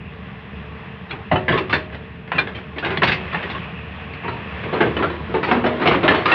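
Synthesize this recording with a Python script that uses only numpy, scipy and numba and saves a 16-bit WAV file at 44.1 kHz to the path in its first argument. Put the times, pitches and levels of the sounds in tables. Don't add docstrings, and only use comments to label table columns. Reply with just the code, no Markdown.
import sys
import numpy as np
from scipy import signal
from scipy.fft import rfft, irfft, next_fast_len
from scipy.io import wavfile
from scipy.ndimage import uniform_filter1d, minimum_filter1d
from numba import njit

SR = 44100
rng = np.random.default_rng(int(sys.argv[2]) if len(sys.argv) > 2 else 0)


def transcribe(u):
    v = np.clip(np.atleast_2d(u).T, -1, 1)
    q = np.round(v * 32767).astype(np.int16)
    wavfile.write(sys.argv[1], SR, q)


N = 279594

# thud/dB, boom/dB, bite/dB, crack/dB;
# clang f/Hz, rattle t60/s
CRASHES = [(1.097, -28.5, -13.5, -8.5, -8, -8, 1690, 0.089), (1.108, -15, -16, -17.5, -12, 2, 2270, 0.083),
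           (1.126, -23.5, -11, -15, -23.5, -6, 785, .3), (1.314, -2.5, -5.5, -22.5, -40, 0, 690, .15),
           (1.358, -12, -20, -17.5, -41, 9.5, 745, .17), (1.481, -6, -12, -11.5, -25, 1, 1580, 0.29),
           (1.522, -15, -21.5, -16, -10, -3, 1070, 0.32), (1.575, -12.5, -22, -23, -0.5, -10.5, 1030, 0.11),
           (1.695, -18.5, -10.5, -17, -2, 3, 1150, 0.23), (1.727, -5.5, -28, -15.5, -7, 1.5, 1730, .19),
           (1.923, -26, -17, -8, -12, -4, 1550, 0.17), (1.946, -26.5, -24.5, -25, -8, 5.5, 1360, 0.12),
           (2.275, -28, -3.5, -21, -14, 3.5, 1760, 0.14), (2.318, -13, -13, -21.5, -26, 11, 1760, .21),
           (2.349, -26, -6.5, -4.5, -7.5, -6.5, 1800, 0.34), (2.382, -6, -27.5, -25.5, -7.5, 2, 1840, 0.13),
           (2.472, -20, -17.5, -14, -18, 5, 1710, 0.18), (2.548, -29, -13, -9.5, 1.5, -3.5, 1640, .22),
           (2.581, -29.5, -9.5, -19.5, -13, -3, 1530, 0.14),
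           (2.76, -24.5, -21.5, -1, -23.5, -12, 2050, 0.17), (2.783, -21.5, -14, -23.5, -1.5, 6, 1800, .14),
           (2.825, -15.5, -13.5, -14.5, -33, -10, 1640, 0.4), (2.847, -14.5, -11, -15.5, -4, 3, 2170, 0.2),
           (2.903, -16.5, -28.5, -13.5, -14.5, 2.5, 1940, 0.31),
           (2.972, -18.5, 0.5, -25.5, -4.5, 11.5, 1860, 0.091),
           (3.019, -1, -19, -14, -15, -4.5, 1720, 0.091), (3.032, -3, -19.5, -22, -2, 1, 1103, 0.12),
           (3.071, -12, -7.5, -24.5, 1.5, -5.5, 1650, 0.19), (3.093, -15, -17.5, -20.5, -11, 1, 1880, 0.13),
           (3.118, -20, -14.5, -11, 7.5, 4, 1970, 0.17), (3.327, -12.5, -24.5, -15, -17, -5, 1144, .14),
           (3.344, -10.5, -22, -30.5, -27, -5, 1760, .13), (3.428, -16, -15.5, -11, -11, 0.5, 1920, .14),
           (3.499, -23, -16, -15.5, 0, 2, 1060, .2), (3.549, -21.5, -6.5, -17.5, -18, 0, 1070, 0.17),
           (4.135, -23, -1, -19, -4.5, -3, 1920, 0.084), (4.236, -21.5, -8, -10, -25, 4, 963, 0.54),
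           (4.279, -18, -11, -13.5, -25, 5, 1290, 0.13), (4.633, -20.5, -11.5, -5.5, -16, -3, 1530, 0.24),
           (4.726, -15, -15.5, -3.5, -26, -11.5, 970, 0.45), (4.804, -2.5, -30, -10, -19, -17, 1610, 0.16),
           (4.857, -21.5, -3.5, -9.5, -25, -3, 704, .25), (4.966, -13.5, -12.5, -4, -23, 4, 1770, 0.13),
           (4.989, -12, -16.5, -11.5, -32, -13, 1030, 0.12), (5.025, -10, -16, -10, -33, 4.5, 1286, 0.24),
           (5.101, -29, -10.5, -9, -12, 15, 924, 0.92), (5.293, -30, -8.5, 0, -21, -5, 1110, 0.27),
           (5.339, -11, -18, -4, -33, -9, 880, 0.19), (5.43, -12.5, -18.5, -16, -8, 4.5, 870, .3),
           (5.479, -16.5, -21, -7.5, -20, -7, 983, 0.76), (5.513, -9, -30, -10.5, -22.5, 11.5, 730, 0.23),
           (5.639, -10, -10, -5, -23.5, -12, 684, .14), (5.66, -11, -26, -23.5, -15.5, -9, 668, 0.22),
           (5.726, -29.5, -16, -1.5, -26, 8, 614, 0.26), (5.797, -17.5, -17.5, -5.5, -15, -9, 990, .2),
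           (5.815, -9.5, -19.5, -13, -18.5, -11, 1160, 0.23), (5.856, -7.5, -17, -20, -10, -1, 630, 0.37),
           (5.874, -15, -16.5, -1.5, -2.5, 13.5, 1840, .13), (5.91, -8, -16, -10, -24.5, -8, 990, .23),
           (5.947, -11, -10, -10.5, -24, 4, 1740, 0.08), (6.029, -6.5, -19.5, -9, -18.5, -11, 593, 0.3),
           (6.079, -6, -20.5, -14.5, -8.5, 11.5, 1790, .24), (6.107, -11, -19, -12.5, -26, 3, 1070, 0.28),
           (6.147, -14.5, -20, -25, -15, 12, 692, 0.44), (6.256, -6, -27.5, -8, 0, -3.5, 1130, 0.075),
           (6.279, -10.5, -23, -22, -10, 0.5, 1234, 0.68), (6.316, -8, -28, -11, -10, 9.5, 1860, .21)]
# f/Hz, level/dB, free t60/s
PLATE_MODES = [(155, -4, .2), (217, -5, .2), (241, -6, 1.), (292, -6, .2), (345, -3, .5), (372, -5, 1.),
               (393, -4, .35), (440, -4, .3), (540, -5, .7), (623, -4, .6), (725, -4, .35), (882, -5, .3),
               (1000, -5, .15), (1100, -4, .25), (1150, -6, .3), (1220, -6, .2), (1550, -8, .12),
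               (1715, -7, .15), (1900, -6, .12), (2080, -8, .12), (2400, -7, .1), (2690, -7, .18),
               (3000, -9, .07), (3350, -10, .07), (3570, -10, .12), (3800, -12, .08), (3960, -12, .25),
               (4200, -12, .06), (4380, -10, .35), (5250, -12, .08)]


def undb(db):
    return 10 ** (np.asarray(db) / 20)


def unit(x):
    return x / np.sqrt(np.mean(x ** 2))


@njit
def svf(x, hz, width):
    y, band, low = np.empty(len(x)), 0., 0.
    g, damping = np.tan(np.pi * hz / SR), width / hz
    for i in range(len(x)):
        v = (band + g * (x[i] + 1e-18 - low)) / (1 + g * (g + damping))
        band = 2 * v - band
        low += 2 * g * v
        y[i] = damping * v
    return y


def walk(rate):
    hold = int(SR / rate)
    steps = np.repeat(rng.standard_normal(N // hold + 1), hold)
    return 1.3 * uniform_filter1d(uniform_filter1d(steps, hold), hold)[:N]


def resonate(x, hz, width):
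    return unit(svf(x, 1. * hz, 1. * width))


def noise_band(hz, width):
    once = svf(rng.standard_normal(N), 1. * hz, 1. * width)
    return resonate(once, hz, width)


def firings():
    # t/s, firing rate f/Hz
    firing_rate = [(0, 73.4), (1.2, 72.6), (1.999, 73.8), (3.001, 75.52), (3.6, 76.26), (4.6, 76.4),
                   (6.34, 75.56)]
    jitter, scatter_db = 0.092, 3.5
    turns = np.cumsum(np.interp(np.arange(N) / SR, *np.transpose(firing_rate))) / SR
    timing, strength = rng.standard_normal((int(turns[-1]), 2)).T
    at = np.searchsorted(turns, np.arange(len(timing)) + jitter * timing)
    pulses = np.zeros(N)
    pulses[at] = undb(scatter_db * strength)
    return turns, pulses


def exhaust(turns, pulses):
    # f/Hz, width/Hz, level/dB
    pipe_modes = [(35, 27, -13.5), (72, 42.5, 0), (114, 66, 1.5), (190.2, 50, 0), (450, 25, -11),
                  (617.4, 14, -19)]
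    # multiple of the firing rate, mean level/dB against the exhaust
    engine_orders = [(1, -7), (6, -14.5)]
    puffs = rng.standard_normal(N) * undb(2.0 * walk(21))
    drive = unit(pulses) + puffs
    pipe = np.zeros(N)
    for k, (hz, width, db) in enumerate(pipe_modes):
        pipe += (-1) ** k * undb(db) * resonate(drive, hz, width)
    lines = np.zeros(N)
    for order, db in engine_orders:
        phase = 2 * np.pi * order * turns + .8 * walk(12)
        lines += undb(db + 2 * walk(14)) * np.sin(phase)
    return unit(pipe) + lines


def hood_clatter(pulses):
    # f/Hz, width/Hz, relative level/dB
    hood_modes = [(334, 830, -2), (736, 470, 2), (1105, 150, 0.5), (1820, 460, 4), (2450, 840, -7.5),
                  (3340, 390, -2.5), (5400, 1300, -3)]
    throb = 1 + 0.12 * resonate(pulses, 75, 75)
    shared = walk(9)
    clatter = np.zeros(N)
    for hz, width, db in hood_modes:
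        level_db = db + shared + walk(25)
        clatter += undb(level_db) * resonate(rng.standard_normal(N), hz, width)
    return unit(throb * clatter)


def hood_ring(ring_db):
    # f/Hz, width/Hz, level/dB before ring_db
    ring_mode = (2590, 510, -11.5)
    hz, width, db = ring_mode
    return undb(db + ring_db + 2.0 * walk(20)) * noise_band(hz, width)


def engine(exhaust_db, hood_db, ring_db):
    turns, pulses = firings()
    hood = hood_clatter(pulses) + hood_ring(ring_db)
    return undb(exhaust_db) * exhaust(turns, pulses) + undb(hood_db) * hood


def shake():
    shake_db, shake_t60_s = -25, 0.83
    blows = np.zeros(N)
    for s, db, *_ in CRASHES:
        blows[int(s * SR)] = undb(2 * (db + shake_db))
    fade = 1000 ** (-2 / (shake_t60_s * SR))
    return signal.lfilter([1], [1, -fade], blows)


def rings():
    # t/s, plate f/Hz, level/dB
    ring_events = [(1.097, 3800, -26), (1.109, 3350, -17.5), (1.116, 2400, -25), (1.32, 372, -22),
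                   (1.319, 540, -24), (1.32, 623, -18.5), (1.32, 725, -16.5), (1.33, 882, -17.5),
                   (1.358, 3000, -12), (1.358, 2690, -24), (1.49, 372, -21), (1.53, 440, -15),
                   (1.529, 1100, -20), (1.555, 393, -20), (1.578, 2690, -18.5), (1.521, 3350, -16),
                   (1.697, 2690, -24), (1.735, 3570, -12.5), (1.729, 440, -32.5), (1.73, 623, -26),
                   (1.729, 1715, -23), (2.351, 2690, -22), (2.386, 2400, -7), (2.388, 3570, -14),
                   (2.389, 4200, -10), (2.974, 3350, -13), (2.973, 4200, -15), (3.03, 372, -24.5),
                   (3.43, 1900, -21.5), (4.282, 4380, -31), (4.283, 3960, -30), (4.739, 4200, -17),
                   (4.809, 345, -17.5), (4.812, 393, -22.5), (4.966, 3000, -15.5), (5.035, 4380, -32.5),
                   (4.985, 393, -22.5), (5.03, 345, -21), (5.35, 393, -22), (5.35, 882, -25),
                   (5.44, 4380, -27), (5.519, 241, -14), (5.519, 5250, -15), (5.66, 623, -20),
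                   (5.66, 5250, -18), (5.88, 345, -12), (5.877, 5250, -7), (5.9, 540, -22),
                   (6.04, 623, -14), (6.082, 2400, -15.5), (6.111, 393, -11.5), (6.15, 4380, -22.5),
                   (6.259, 1220, -10), (6.318, 2690, -10)]
    out, waver = np.zeros(N), undb(2.0 * walk(110))
    for s, plate_hz, db in ring_events:
        hz, _, t60 = min(PLATE_MODES, key=lambda plate: abs(plate[0] - plate_hz))
        a = int(s * SR)
        t = np.arange(min(int(t60 * SR), N - a)) / SR
        envelope = (1 - np.exp(-t / 0.0018)) * 1000 ** (-t / t60)
        out[a:a + len(t)] += undb(db) * envelope * np.sin(2 * np.pi * hz * t)
    return out * waver


def loose_knocks():
    knock_rate, decay_s, share = 130, 0.0053, 0.057
    struck = rng.random(N) < knock_rate / SR
    knocks = undb(0.5 * rng.exponential(size=N)) * struck
    decaying = signal.lfilter([1], [1, -np.exp(-1 / (decay_s * SR))], knocks)
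    return unit(1 + share * decaying)


def ring_plates(strikes):
    out = np.zeros(N)
    for (hz, db, t60), strike in zip(PLATE_MODES, strikes):
        width = np.log(1000) / np.pi / min(t60, .3)
        out += undb(db - 31) * np.sqrt(SR / width) * svf(strike, 1. * hz, width)
    return out


def clanks():
    rise_s, edge_rise_s, crack_t60 = 0.0059, 0.0039, 0.022
    edge_db, plate_db = -2.5, 3
    boom_stretch, strike_share = 1.86, 0.75
    usual_hz, pitch_spread = np.array([390, 2600]), [0.19, 0.049]
    grit = loose_knocks()
    thud, boom = noise_band(134.6, 160), noise_band(374, 380)
    body, bite, edge = noise_band(920, 1800), noise_band(2880, 3400), noise_band(5560, 2800)
    wide = rng.standard_normal(N)
    count = len(CRASHES)
    spots_db = 3 * rng.standard_normal((count, len(PLATE_MODES)))
    links_hz = 600 * 8 ** rng.random((count, 16))
    pitches = usual_hz * np.exp(pitch_spread * rng.standard_normal((count, 2)))
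    plate_hz = np.array(PLATE_MODES)[:, 0]
    out, strikes = np.zeros(N), np.zeros((len(PLATE_MODES), N))
    for crash, spot_db, link_hz, (boom_hz, bite_hz) in zip(CRASHES, spots_db, links_hz, pitches):
        s, db, thud_db, boom_db, bite_db, crack_db, clang_hz, t60 = crash
        a, t60 = int(s * SR), np.clip(t60, .02, 1)
        t = np.arange(min(int(1.2 * t60 * SR), N - a)) / SR
        cut = slice(a, a + len(t))
        attack = 1 - np.exp(-t / rise_s)
        rattle = grit[cut] * attack * 1000 ** (-t / t60)
        crack = undb(crack_db) * np.tanh(t / 0.001) * 1000 ** (-t / crack_t60)

        hum, clang, ting = (svf(wide[cut], 1. * hz, share * hz) * np.sqrt(SR / hz)
                            for hz, share in ((boom_hz, .15), (clang_hz, .1), (bite_hz, .05)))
        low = undb(thud_db - 0.5) * thud[cut]
        low += undb(boom_db) * (undb(-2.5) * boom[cut] + undb(1.0) * hum)
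        high = undb(-9.5) * body[cut] + undb(-3.5) * clang
        high += undb(bite_db) * (undb(-2.0) * bite[cut] + undb(-13.5) * ting)
        high += undb(bite_db + edge_db) * (1 - np.exp(-t / edge_rise_s)) * edge[cut]
        high = .7 * high + 1.5 * sum(svf(high, hz, .025 * hz) for hz in link_hz)
        low_fade = attack * 1000 ** (-t / (boom_stretch * t60))
        out[cut] += undb(db) * (low * low_fade + (rattle + crack) * high)

        blow = attack * 1000 ** (-t / (strike_share * t60)) * wide[cut]
        lean_db = np.interp(np.log(plate_hz), np.log([400, 1200, 3500]), [boom_db + 15.5, 0, bite_db + 6])
        strikes[:, cut] += undb(db + plate_db + lean_db + spot_db)[:, None] * blow
    return out + ring_plates(strikes)


def scene():
    # t/s, exhaust level/dB, hood clatter level/dB, hood ring trim against clatter/dB
    load = [(0, -30.5, -37, 3), (.25, -36, -37.5, 1), (.55, -32, -36.5, 1), (1.25, -33.5, -38, 2),
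            (2.2, -32, -41, 5), (2.7, -34.5, -37, 0.5), (3.3, -30.5, -30.5, 5.5), (4.15, -31.5, -34.5, 7),
            (4.9, -28.5, -28, 2), (5.2, -29, -34.5, -1), (6.34, -35, -25.5, -8.5)]
    s, *columns = np.transpose(load)
    exhaust_db, hood_db, ring_db = (np.interp(np.arange(N) / SR, s, c) for c in columns)
    shaken_db = 10 * np.log10(1 + shake() / undb(2 * hood_db))
    running = engine(exhaust_db, hood_db + shaken_db, ring_db - shaken_db)
    return (running + clanks() + rings())[None]


def record(dry):
    # f/Hz, gain/dB
    mic_response = [(20, -18.5), (50, -11.5), (70, -2), (2800, -3), (4000, -12), (5000, -24.5), (6000, -36),
                    (7500, -47.5), (11500, -36), (16000, -62)]
    ceiling, hiss_db, top_hz = .88, -85, 15700
    size = next_fast_len(N + SR // 4)
    hz = np.maximum(np.arange(size // 2 + 1) * SR / size, 1)
    mic_hz, mic_db = np.transpose(mic_response)
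    gain = undb(np.interp(np.log(hz), np.log(mic_hz), mic_db))
    heard = irfft(rfft(dry, size) * gain, size)[:, :N]
    needed = ceiling / np.maximum(np.abs(heard), ceiling)
    heard = heard * uniform_filter1d(minimum_filter1d(needed, size=221), size=111)
    heard = heard + undb(hiss_db) * rng.standard_normal((1, N))
    return signal.sosfilt(signal.ellip(8, .2, 70, top_hz, fs=SR, output="sos"), heard)


dry = scene()
out = record(dry)
transcribe(out)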